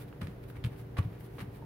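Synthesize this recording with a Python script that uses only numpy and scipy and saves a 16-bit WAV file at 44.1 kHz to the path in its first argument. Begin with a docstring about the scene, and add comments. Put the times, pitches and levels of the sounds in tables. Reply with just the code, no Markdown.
"""Two hands fold a stiff waxed cloth and pat it flat on a kitchen countertop.
An appliance hums in the small room throughout. First a palm slides and the wax ticks.
Pats follow near 0.2, 0.65, 1.0 and 1.4 s, each crushing the cloth in a short crinkle and thumping
the counter, with ticks and slides between. The third is firmest and carries a brief hollow tone.
A last slide and a fainter hollow tone come near 1.6 s."""
import sys
import numpy as np
from scipy import signal
from scipy.fft import rfft, irfft
from scipy.io import wavfile

SR = 44100
rng = np.random.default_rng(int(sys.argv[2]) if len(sys.argv) > 2 else 0)


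def to_wav(sig):
    """Store sig (one row per channel, or 1-D mono) as 16-bit WAV at the path in sys.argv[1].

    Samples outside -1..1 are clipped; the rate is SR.
    """
    pcm = np.clip(np.atleast_2d(sig), -1, 1) * 32767
    pcm = np.round(pcm).astype(np.int16)
    wavfile.write(sys.argv[1], SR, pcm.T)  # frames by channels


N = 72765


def amp(db):
    """dB to gain."""
    return 10 ** (np.asarray(db) / 20)


def unit(x):
    """Scale to rms 1."""
    return x / np.sqrt(np.mean(x ** 2) + 1e-20)


def curve(points, hz):
    """Interpolate a table over log frequency."""
    points_hz, values = np.transpose(points)
    return np.interp(np.log(hz + 1), np.log(points_hz + 1), values)


def since(start_s):
    """Seconds since start_s, zero before."""
    return np.maximum(np.arange(N) / SR - start_s, 0)


def bins_hz():
    """Full-length FFT frequencies."""
    return np.fft.rfftfreq(N, 1 / SR)


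def pan(db):
    """Stereo gains for an L-R level difference."""
    return amp(np.array([[db], [-db]]) / 2)


def colour(pair, spectrum_db, coherence):
    """Give two independent signals a spectrum and L/R coherence, at rms 1."""
    left, other = rfft(pair)
    shared = np.clip(curve(coherence, bins_hz()), -1, 1)
    right = shared * left + np.sqrt(1 - shared ** 2) * other
    return unit(irfft(np.array([left, right]) * amp(spectrum_db), N))


def tilt(db_per_oct):
    """Slope in dB about 2 kHz, flat below 500 Hz."""
    return db_per_oct * np.log2(np.maximum(bins_hz(), 500) / 2000)


# Room noise spectrum: f/Hz, density/dB
AIR_SPECTRUM = [(20, -47), (35, 1), (59, -5), (91, -5.5), (129, -2.5), (188, -5.5), (297, -12.5),
                (420, -11), (520, -14.5), (650, -19), (850, -21), (1200, -27), (1800, -28), (2700, -35),
                (4000, -40.5), (6200, -47), (8500, -52), (9200, -45.5), (15500, -42.5)]
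# Room sound field: f/Hz, L/R coherence
ROOM_COHERENCE = [(30, 0.96), (140, 1), (300, 0.8), (600, 0.14), (2000, 0.05), (15000, 0.035)]

def air(level_db=-48.5):
    """Low rumble and faint hiss of the room."""
    noise = rng.standard_normal((2, N))
    return amp(level_db) * colour(noise, curve(AIR_SPECTRUM, bins_hz()), ROOM_COHERENCE)


# Appliance hum lines: f/Hz, level/dB
HUM_LINES = [(59.2, -57.5), (118.6, -49), (145.3, -56.5), (234, -74.5), (295.5, -59.5), (387.5, -60.5),
             (414, -67), (473.8, -63), (581.5, -70), (710.3, -72.5), (989, -76.5), (1222, -83.5),
             (1439, -81.5), (2088, -89)]

def appliance_hum(waver=0.25, waver_hz=8):
    """Lines waver in level and phase; the higher ones reach the two microphones out of step."""
    out = np.zeros((2, N))
    lowpass = np.exp(-(bins_hz() / waver_hz) ** 2)
    for hz, db in HUM_LINES:
        noise = rng.standard_normal((2, N))
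        gain_drift, drift_rad = waver * unit(irfft(rfft(noise) * lowpass, N))
        apart_rad = np.arccos(curve(ROOM_COHERENCE, hz)) * rng.choice([-1, 1])
        phase = 2 * np.pi * (hz * since(0) + rng.random()) + drift_rad
        out += amp(db) * np.sqrt(2) * (1 + gain_drift) * np.cos(phase + [[apart_rad / 2], [-apart_rad / 2]])
    return out


# Room decay: f/Hz, t60/s
ROOM_T60 = [(100, 0.3), (1000, 0.2), (4000, 0.14), (14000, 0.14)]

def reverb(x, delay_s=0.001, rise_s=0.0012):
    """Short diffuse tail, each band dying at its own rate."""
    noise = colour(rng.standard_normal((2, N)), 0, ROOM_COHERENCE)
    hz, t, bands = signal.stft(noise, SR, nperseg=256)
    decay = amp(-60 * t / curve(ROOM_T60, hz)[:, None])
    _, tail = signal.istft(bands * decay, SR, nperseg=256)
    tail = tail[:, :N] * np.minimum(since(delay_s) / rise_s, 1)
    return signal.fftconvolve(x, tail / np.linalg.norm(tail[0]), axes=1)[:, :N]


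# Cloth sound: f/Hz, L/R coherence
CLOTH_COHERENCE = [(150, 0.62), (600, 0.67), (1500, 0.47), (4000, 0.033), (15000, 0.034)]

def wax_grains(spectrum_db, rate_per_s=4000, spread_db=1):
    """Dense tiny cracks of uneven size, at rms 1."""
    size = amp(spread_db * np.minimum(rng.exponential(1, N), 4))
    fires = rng.random(N) < rate_per_s / SR
    return colour(size * fires * rng.standard_normal((2, N)), spectrum_db, CLOTH_COHERENCE)


# Palm strokes: centre t/s, half-width/s, level/dB, tilt/(dB/oct)
STROKES = [(0.011, 0.027, -54, -1.5), (0.086, 0.0095, -59.5, -1.5), (0.287, 0.063, -61.5, -5),
           (0.438, 0.0089, -56.5, -4), (0.498, 0.017, -59.5, 1), (0.568, 0.013, -55.5, -5),
           (0.73, 0.024, -59, -5), (0.797, 0.025, -58, -1.5), (1.045, 0.016, -55.5, -5),
           (1.134, 0.073, -62, -5), (1.207, .012, -59.5, 1), (1.249, 0.022, -59, -0.5),
           (1.38, .07, -63.5, -1), (1.442, 0.069, -63.5, -6.5), (1.555, 0.034, -61, -1.5)]
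# Rubbing spectrum: f/Hz, density/dB
RUB_SPECTRUM = [(300, -7), (1000, -3), (2200, -2.5), (4500, -8), (7000, -14.5), (10000, -5), (16000, -3.5)]

def palm_slides():
    """Skin rubs on wax: fine grains under a smooth stroke."""
    out = np.zeros((2, N))
    for centre_s, half_s, db, db_per_oct in STROKES:
        stroke = np.exp(-((since(0) - centre_s) / half_s) ** 2)
        out += amp(db) * stroke * wax_grains(curve(RUB_SPECTRUM, bins_hz()) + tilt(db_per_oct))
    return out


# Hollow tones: t/s, level/dB, f/Hz, t60/s
HOLLOW_TONES = [(.981, -39, 1145, .07), (1.6225, -44.5, 905, .05)]

def hollow_tones(rise_s=0.0024):
    """Damped sines: one under the firmest pat, a fainter one later."""
    out = np.zeros((2, N))
    for start_s, db, hz, t60_s in HOLLOW_TONES:
        t = since(start_s)
        envelope = np.minimum(t / rise_s, 1) * amp(-60 * np.maximum(t - rise_s, 0) / t60_s)
        out += amp(db) * envelope * np.sin(2 * np.pi * hz * t)
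    return out


# Crease snaps: t/s, level/dB, resonance f/Hz, treble/dB (only cuts apply), L-R/dB
CREASES = [(.083, -55, 1690, 2, 7), (.127, -41, 1530, -27, 0), (0.2142, -43.5, 3570, 9, -7),
           (.2175, -34.5, 1300, -7, -5), (.2708, -37, 1860, 0.5, -3), (0.439, -52.5, 2600, -5, 8),
           (.486, -56, 4000, 0, -7), (0.501, -39.5, 1480, -11, 2), (0.557, -46, 1600, -20, 14),
           (.568, -44, 2220, -13, -8), (0.6397, -32, 3430, -2, -2.5), (0.642, -38.5, 1310, 2, 12),
           (.6472, -30, 2700, 1, -0.5), (.659, -51, 1480, 0, 11), (0.6635, -43, 3170, 0, -10),
           (.762, -54, 2660, 0, 15), (0.9687, -33.5, 1480, -12, -0.5), (0.9818, -33.5, 1360, 1, 2),
           (.985, -33, 2340, 5, -5.5), (1.028, -46, 3350, -5, -3), (1.208, -46, 2000, 0, 2.5),
           (1.383, -36.5, 920, -24, 1), (1.393, -41.5, 1950, 6, 13), (1.404, -39.5, 1800, -6, 18.5)]
# Snap spectrum: f/Hz, density/dB
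SNAP_SPECTRUM = [(200, -14), (700, -9), (1300, -1), (2500, -1), (4500, -6), (6500, -18), (10000, -16),
                 (16000, -20)]

def crease_snaps(rise_s=0.00045, fade_s=0.0012, peak_db=7.5, width_oct=0.33, shelf_hz=4170):
    """Each crease gives a very short crack with one broad resonance."""
    out = np.zeros((2, N))
    f = bins_hz()
    shelf = f ** 4 / (f ** 4 + shelf_hz ** 4)
    for start_s, db, hz, treble_db, pan_db in CREASES:
        t = since(start_s)
        envelope = (1 - np.exp(-t / rise_s)) * np.exp(-t / fade_s)
        burst = rfft(envelope * rng.standard_normal((2, N)))
        whitened = irfft(burst / abs(burst) ** 0.7, N)
        resonance_db = peak_db * np.exp(-0.5 * (np.log2((f + 1) / hz) / width_oct) ** 2)
        spectrum_db = curve(SNAP_SPECTRUM, f) + resonance_db + min(treble_db, 0) * shelf
        crack = colour(whitened, spectrum_db, CLOTH_COHERENCE)
        out += amp(db) * pan(pan_db) * np.sqrt(np.mean(envelope ** 2)) * crack
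    return out


# Hand landings: t/s, level/dB, base f/Hz, base t60/s
LANDINGS = [(0.2131, -28, 146, 0.053), (0.2298, -27, 88.4, 0.094), (0.2381, -35, 94, 0.11),
            (0.277, -32, 145, 0.017), (0.57, -38.5, 84, 0.16), (0.6409, -21, 116, 0.063),
            (0.6655, -23, 113, 0.02), (0.709, -34, 119, 0.031), (0.9858, -16, 95.8, 0.085),
            (1.0468, -28.5, 107.3, 0.2), (1.415, -28.5, 120.4, 0.075), (1.474, -34, 117, 0.073)]
# Counter modes: f ratio, level/dB, t60 ratio
COUNTER_MODES = [(.72, -24, 1.9), (1.0, 0, 1.1), (1.598, -9.5, 1.25)]

def counter_thumps(push_s=0.0084, right_lag_s=0.0001, pan_db=0.7):
    """The soft hand loads the counter and sets its low modes ringing briefly."""
    out = np.zeros((2, N))
    for start_s, db, hz, t60_s in LANDINGS:
        t = np.array([since(start_s), since(start_s + right_lag_s)])
        load = np.sin(np.pi / 2 * np.minimum(t / push_s, 1)) ** 2
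        for f_ratio, mode_db, t60_ratio in COUNTER_MODES:
            decay_db = -60 * np.maximum(t - push_s, 0) / (t60_s * t60_ratio)
            out += load * amp(db + mode_db + decay_db) * np.sin(2 * np.pi * hz * f_ratio * t)
    return pan(pan_db) * out


# Cloth crushes: t/s, rise/s, fade/s, level/dB, tilt/(dB/oct), L-R/dB
CRUSHES = [(0.21, 0.0045, 0.015, -43.5, 0.34, 2.5), (0.227, 0.0016, 0.04, -53.5, 1.6, 2),
           (.642, .007, 0.0092, -50.5, 4, 3), (0.656, 0.0028, 0.0061, -46, 3.5, -2),
           (0.971, 0.00033, 0.017, -39.5, -0.6, 0), (0.979, 0.011, 0.0033, -36.5, 0, -1),
           (1.381, 0.01, 0.011, -44.5, 0.5, -2), (1.399, 0.013, 0.011, -45.5, 1.5, -2.5)]
# Crinkle spectrum: f/Hz, density/dB
CRINKLE_SPECTRUM = [(150, 0.5), (450, 8.5), (750, -3), (1100, 1), (1750, -2.5), (2400, -5.5), (4200, -14.5),
                    (6800, -26), (10000, -19.5), (16000, -27.5)]

def cloth_crinkles():
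    """Cracks swell as the hand closes on the cloth and die as it lies flat."""
    out = np.zeros((2, N))
    for start_s, rise_s, fade_s, db, db_per_oct, pan_db in CRUSHES:
        t = since(start_s)
        envelope = np.minimum(t / rise_s, 1) * np.exp(-np.maximum(t - rise_s, 0) / fade_s)
        cracks = wax_grains(curve(CRINKLE_SPECTRUM, bins_hz()) + tilt(db_per_oct))
        out += amp(db) * pan(pan_db) * envelope * cracks
    return out


def scene(cloth_reverb_db=-7, thump_reverb_db=-19):
    """Cloth and counter in the room, over hum and room noise."""
    cloth = cloth_crinkles() + crease_snaps() + palm_slides() + hollow_tones()
    thumps = counter_thumps()
    tails = amp(cloth_reverb_db) * reverb(cloth) + amp(thump_reverb_db) * reverb(thumps)
    return cloth + thumps + tails + appliance_hum() + air()


# Microphone balance: f/Hz, L-R/dB
MIC_BALANCE = [(200, 0), (1000, -1), (2000, -1.5), (4000, 1), (8000, 1), (13000, 1.5)]

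def record(dry):
    """Two microphones: bass roll-off, slightly unequal colour, band limit."""
    low_cut_hz, high_cut_hz = 55, 15850
    f = bins_hz()
    side_db = curve(MIC_BALANCE, f) / 2
    highpass = f ** 2 / np.sqrt(f ** 4 + low_cut_hz ** 4)
    heard = irfft(rfft(dry) * highpass * amp([side_db, -side_db]), N)
    lowpass = signal.firwin(511, high_cut_hz, window=("kaiser", 9), fs=SR)
    return signal.oaconvolve(heard, lowpass[None], "same")


dry = scene()
out = record(dry)
to_wav(out)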